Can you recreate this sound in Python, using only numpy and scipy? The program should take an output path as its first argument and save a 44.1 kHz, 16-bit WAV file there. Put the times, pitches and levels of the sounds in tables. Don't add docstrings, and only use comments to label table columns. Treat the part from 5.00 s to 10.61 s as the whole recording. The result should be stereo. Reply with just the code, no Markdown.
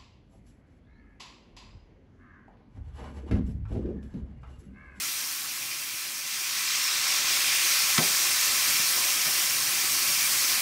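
import sys
import numpy as np
from scipy import signal
from scipy.fft import rfft, irfft, next_fast_len
from scipy.io import wavfile
from scipy.ndimage import uniform_filter1d, minimum_filter1d, map_coordinates

SR = 44100
rng = np.random.default_rng(int(sys.argv[2]) if len(sys.argv) > 2 else 0)


def magnitude_from_level(level_db):
    exponent = np.asarray(level_db, float) / 20
    return 10 ** exponent


def dump(signal):
    limited = np.clip(np.atleast_2d(signal).T, -1, 1)
    pcm = np.round(limited * 32767).astype(np.int16)
    wavfile.write(sys.argv[1], SR, pcm)


N = 247401
FRAME = 1024


def unit(x):
    return x / np.sqrt(np.mean(x ** 2) + 1e-20)


def curves(rows):
    s, *cols = np.transpose(rows)
    return [np.interp(np.arange(N) / SR, s, c) for c in cols]


def wobble(rate):
    knots = rng.standard_normal(int(N * rate / SR) + 4)
    return map_coordinates(knots, [np.arange(N) * rate / SR])


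def band(x, order, low_hz, high_hz):
    return signal.sosfilt(signal.butter(order, [low_hz, high_hz], "bandpass", fs=SR, output="sos"), x)


def coloured(x, spectrum):
    m, edge = next_fast_len(N + 8 * FRAME), 2 * FRAME
    fade = np.interp(np.arange(N + 2 * edge), [0, edge, N + edge, N + 2 * edge], [0, 1, 1, 0])
    z = rfft(np.pad(x, edge, "reflect") * fade, m)
    flat = z / np.sqrt(np.abs(uniform_filter1d(np.abs(z) ** 2, size=900)) + 1e-12)
    hz, db = np.transpose(spectrum)
    log_hz = np.log(np.fft.rfftfreq(m, 1 / SR) + 1)
    gain = magnitude_from_level(np.interp(log_hz, np.log(hz), db, left=-120, right=-120))
    return unit(irfft(flat * gain, m)[edge:edge + N])


def steam(patchy_db):
    z = signal.stft(rng.standard_normal(N + FRAME), nperseg=512)[2]
    patches = uniform_filter1d(rng.standard_normal(z.shape), size=5, axis=0)
    patches = uniform_filter1d(patches, size=10, axis=1)
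    return unit(signal.istft(z * magnitude_from_level(patchy_db * unit(patches)), nperseg=512)[1][:N])


def bubbles(low_hz, high_hz, cycles, rise, spread_db, count, size):
    when, pitch, bigness, life = rng.random((count, 4)).T[:, :, None]
    t = np.arange(size) / SR
    turns = low_hz * (high_hz / low_hz) ** pitch * t
    age = turns / (cycles * (0.54 + 0.43 * life))
    shape = (1 - np.exp(-age / 0.27)) * np.exp(-2.5 * age) * np.hanning(2 * size)[size:]
    tone = np.sin(2 * np.pi * turns * (1 + rise * age))
    pops = magnitude_from_level(-spread_db * np.log(1.002 - bigness)) * shape * tone
    at = (when * N).astype(int) + np.arange(size)
    return unit(np.bincount(at.ravel(), pops.ravel(), N + size)[:N])


def boil(pops, spectrum, pop_db, patchy_db):
    even_pops = coloured(pops, [(20, 0), (20000, 0)])
    return coloured(magnitude_from_level(pop_db) * even_pops + steam(patchy_db), spectrum)


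# frequency in Hz, level in dB per Hz.
LARGE = [(600, -27), (850, -10.5), (1150, -0.5), (1400, -3), (1750, -1), (2100, -3.5), (2600, -49.5)]
MIDDLE = [(1400, -42.5), (1800, -8), (2050, -3.5), (2380, 0), (2750, -2), (2980, -6), (3250, -1),
          (3600, -8), (4400, -41)]
SMALL = [(2600, -17.5), (3300, -11), (3800, -4.5), (4800, -3.5), (5700, -1.5), (6400, -4), (7700, -7.5),
         (8400, -7.5), (9300, -14), (11000, -37.5)]
SPIT = [(6500, -28.5), (7900, -6.5), (8600, -2), (9500, -1), (10700, -3), (12900, -1.5), (14200, -3.5),
        (15600, -2.5), (17000, -28.5)]
# time in seconds, level of the small bubbles in dB.
BOIL = [(0.0, -33), (0.41, -35.5), (1.23, -36.5), (1.44, -32.5), (1.69, -30), (2.05, -28.5), (2.75, -26.5),
        (3.72, -26.5), (4.55, -28), (4.84, -28.5), (5.22, -26.5), (5.61, -27)]
SMALL_DB, LARGE_DB, MIDDLE_DB, SPIT_DB = 0, -12, -6.5, -2.5
SMOTHER_DB, POOL_FOAM_DB, POOL_GURGLE_DB = -4, 1.5, 1.6
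POOL_DEEPENS, DRY_THINS = 0.4, -0.23


def frying():
    boil_db, pool = curves(BOIL)[0], wine()
    large_db = boil_db + LARGE_DB + POOL_GURGLE_DB * pool
    middle_db = boil_db + MIDDLE_DB + POOL_FOAM_DB * pool + foam_db()
    small_db = boil_db + SMALL_DB
    spit_db = boil_db + SPIT_DB + SMOTHER_DB * pool
    surge = wobble(18)

    large = bubbles(667.0, 2550, cycles=10.4, rise=0.087, spread_db=2.5, count=4000, size=500)
    large = boil(large, LARGE, pop_db=-6.5, patchy_db=0.1)
    middle = bubbles(1504, 4330, cycles=12.2, rise=0.054, spread_db=2.0, count=7000, size=300)
    middle = boil(middle, MIDDLE, pop_db=-4.5, patchy_db=1.14)
    small = bubbles(2710, 10000, cycles=11.1, rise=0.25, spread_db=1.5, count=20000, size=110)
    small = boil(small, SMALL, pop_db=-4.5, patchy_db=1.76)
    spit = bubbles(5000, 15000, cycles=2.9, rise=.05, spread_db=0.5, count=50000, size=24)
    spit = boil(spit, SPIT, pop_db=-7.5, patchy_db=0.8)

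    large *= magnitude_from_level(large_db + 0.33 * surge + 0.32 * wobble(20))
    middle *= magnitude_from_level(middle_db + 0.32 * surge + 0.52 * wobble(15))
    fattest = band(small, 1, 2900, 4300)
    small = small + (DRY_THINS + POOL_DEEPENS * pool) * fattest
    small *= magnitude_from_level(small_db + 0.29 * surge + 0.089 * wobble(16))
    spit *= magnitude_from_level(spit_db + 0.36 * surge + 0.24 * wobble(20))
    return hollow(large + middle + small + spit)


POUR_S, POURED_S, SPREAD_S, SPREAD_TAKES_S, LEFT_SHARE, DRY_S = 1, 1.9, 2.2, .22, 0.45, 4.7


def wine():
    spread_end_s = SPREAD_S + SPREAD_TAKES_S
    return curves([(0, 0), (POUR_S, 0), (POURED_S, 1), (SPREAD_S, 1), (spread_end_s, LEFT_SHARE), (DRY_S, 0)])[0]


# peak in seconds, gain of the middle bubbles in dB.
FOAM = [
    (.85, 2.4),
    (1.4, 1),
    (2.56, 3.5),
    (4.2, 0.4),
    (5.2, -0.1),
]
FOAM_RISE_S, FOAM_FALL_S = 0.18, 0.16


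def foam_db():
    t = np.arange(N) / SR
    return sum(db * np.exp(-((t - s) / np.where(t < s, FOAM_RISE_S, FOAM_FALL_S)) ** 2) for s, db in FOAM)


# time in seconds, stirring effort 0-1.
STIR = [(0, .3), (.8, .05), (1.95, .15), (2.2, 0.4), (2.9, .5), (3.2, 0.6), (3.45, .6), (3.85, .95),
        (4.15, .6), (4.75, .95), (5.61, 0.8)]
# frequency in Hz, level in dB per Hz.
DRAG = [(20, -60), (40, -17), (70, -8), (110, -0.5), (160, -2), (230, -5), (330, -3.5), (500, -32)]
SLOSH = [(200, -36), (340, -2), (470, -4), (570, 0), (660, -6.5), (790, 2.5), (950, -12.5), (1300, -1.5)]
DRAG_REST_DB, DRAG_EFFORT_DB = -61.5, 9.0
SLOSH_DRY_DB, SLOSH_WET_DB, SLOSH_EFFORT_DB, WETTING_S, WET_S = -59, 8.5, 0.7, 1.66, 2.05


def stirring():
    effort = curves(STIR)[0]
    wet = curves([(WETTING_S, 0), (WET_S, 1)])[0]
    drag_db = DRAG_REST_DB + DRAG_EFFORT_DB * effort
    slosh_db = SLOSH_DRY_DB + SLOSH_WET_DB * wet + SLOSH_EFFORT_DB * effort
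    judder = wobble(22.04)
    drag = coloured(steam(1.2), DRAG) * magnitude_from_level(drag_db + 1.6 * judder)
    slosh = bubbles(268, 1110, cycles=4.7, rise=0.26, spread_db=1.5, count=1500, size=700)
    slosh = boil(slosh, SLOSH, pop_db=-9, patchy_db=1.5)
    return drag + slosh * magnitude_from_level(slosh_db + 0.78 * judder)


def ring(modes, t, attack):
    tones = 0
    for hz, db, t60 in modes:
        tones = tones + magnitude_from_level(db + rng.normal(0, 1.1) - 60 * t / t60) * np.sin(2 * np.pi * hz * t)
    return tones * (1 - np.exp(-t / attack))


# start in seconds, thud peak in dB, wood tick and rattle in dB over the thud.
KNOCKS = [
    (2.187, -39, -14, -8),
    (2.98, -7.5, -11, -10.5),
    (3.028, -29, -10, -0.5),
    (3.738, -34.5, -12, -12),
    (3.792, -29.5, -10, -13),
    (3.96, -34.5, -12, 1),
    (4.258, -31, 2, 0.5),
    (2.977, -40, 19.5, -10),
    (3.097, -33, -14, -15.5),
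]
# frequency in Hz, level in dB, t60 in seconds.
PAN = [(162.4, -3.5, 0.14), (181.5, -3, 0.06), (215, 1, 0.055), (249, -4, 0.05), (341, -11.5, 0.086)]
BLADE = [(1150, -13, 0.032), (1284, 0.5, 0.038), (1800, -6, 0.065), (2010, -3, .06), (2250, -6, .07),
         (5100, 1, 0.025), (5600, -2.5, .02)]


def knocks():
    out, t = np.zeros(N + SR), np.arange(SR // 3) / SR
    late = np.maximum(t - .004, 0)
    for s, db, tick_db, rattle_db in KNOCKS:
        rattle = unit(band(rng.standard_normal(len(t)), 2, 200, 900))
        rattle *= magnitude_from_level(-60 * late / 0.22) * (1 - np.exp(-late / 0.0079))
        thud = ring(PAN, late, attack=0.0058) + magnitude_from_level(rattle_db) * rattle
        tick = ring(BLADE, t, attack=0.00049)
        crack = band(rng.standard_normal(len(t)), 2, 900, 6500)
        tick = tick + 2.5 * magnitude_from_level(-60 * t / 0.051) * crack
        out[round(s * SR):][:len(t)] += magnitude_from_level(db - 6.5) * thud + magnitude_from_level(db + tick_db - 3.5) * tick
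    return signal.sosfilt(signal.butter(2, 90, "highpass", fs=SR, output="sos"), out[:N])


# centre in Hz, width in Hz, lift in dB.
HOLLOW = [(1136, 23, -2), (1636, 44, 2), (2326, 50, 2.5), (2440, 48, 0), (3270, 70, -3.5), (4720, 220, 1),
          (5450, 200, 0.8)]


def hollow(x):
    m = next_fast_len(N + 8192)
    hz = np.fft.rfftfreq(m, 1 / SR)
    lift_db = sum(db / (1 + (2 * (hz - centre) / width) ** 2) for centre, width, db in HOLLOW)
    return irfft(rfft(x, m) * magnitude_from_level(lift_db), m)[:N]


def kitchen(x, t60, wet_db):
    t = np.arange(SR // 3) / SR
    tail = rng.standard_normal(len(t)) * magnitude_from_level(-60 * t / t60) * (t > .002)
    dull = band(tail / np.linalg.norm(tail), 2, 150, 2800)
    return x + magnitude_from_level(wet_db) * signal.fftconvolve(x, dull)[:N]


END_DIP_S, END_DIP_DB = .08, -2


def scene():
    pan = kitchen(frying() + stirring(), t60=0.09, wet_db=-10.5)
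    pan = pan + kitchen(knocks(), t60=0.14, wet_db=-10.0)
    dip_db, = curves([(N / SR - END_DIP_S, 0), (N / SR, END_DIP_DB)])
    return np.tile(pan * magnitude_from_level(dip_db), (2, 1))


# frequency in Hz, share of cells 0-1.
THINNED = [(6000, 0), (7600, .012), (8800, .004), (10800, .012), (12400, .003), (13400, .008), (14700, .04),
           (15600, .01)]


def dropouts(x, top_hz):
    hz, _, z = signal.stft(np.pad(x, (0, FRAME)), SR, nperseg=FRAME)
    cell = uniform_filter1d(uniform_filter1d(np.abs(z) ** 2, size=5, axis=0), size=3, axis=1)
    usual = uniform_filter1d(cell, size=40, axis=1) ** .65 * cell.mean(0) ** .35
    rank = np.argsort(np.argsort(cell / usual, axis=1), axis=1) / cell.shape[1]
    mute = 1. * (rank < np.interp(hz, *np.transpose(THINNED))[:, None])
    mute = -minimum_filter1d(minimum_filter1d(-mute, size=3, axis=0), size=2, axis=1)
    return signal.istft(z * magnitude_from_level(-18 * mute) * (hz < top_hz)[:, None], SR, nperseg=FRAME)[1][:N]


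# time in seconds, band centre in Hz.
FILLS = [(0.24, 11700), (0.24, 7600), (1.055, 12400), (2.284, 5700), (2.308, 8300), (2.308, 11700),
         (2.308, 14100), (2.425, 6300), (2.749, 6950), (2.888, 5900), (2.888, 7400), (2.937, 5700),
         (3.073, 4950), (3.26, 7450), (3.26, 8800), (3.77, 13750), (3.982, 6300), (4.213, 5000),
         (4.213, 9600), (4.419, 15000), (4.465, 14450), (4.791, 11700), (5.186, 7600), (5.186, 5550),
         (5.35, 4950), (5.35, 6900)]
FILL_WIDTH_HZ, FILL_DB = 1380, -4.5
GRID = 396


def fills(x):
    side, n = np.zeros(N + 4096), np.arange(2 * FRAME)
    window = np.sin(np.pi * (n + .5) / (2 * FRAME))
    for s, centre_hz in FILLS:
        edges_hz = centre_hz + np.array([-.5, .5]) * FILL_WIDTH_HZ
        low, high = np.round(edges_hz * 2 * FRAME / SR)
        pitch = np.arange(low, high)[:, None] + .5
        lines = np.cos(np.pi / FRAME * (n + .5 + FRAME / 2) * pitch) * window
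        start = GRID + FRAME * (round((s * SR - GRID) / FRAME) - 1)
        strength = np.std(lines @ x[start:][:2 * FRAME]) * 2 / FRAME
        side[start:][:2 * FRAME] += magnitude_from_level(FILL_DB) * strength * rng.standard_normal(200)[:len(lines)] @ lines
    return side[:N] * [[1], [-1]]


def top_cut(x):
    return signal.sosfilt(signal.butter(12, 16970, fs=SR, output="sos"), x)


def record(dry):
    mix = dropouts(dry[0], top_hz=15740) + fills(dry[0])
    return top_cut(mix)


dry = scene()
out = record(dry)
dump(out)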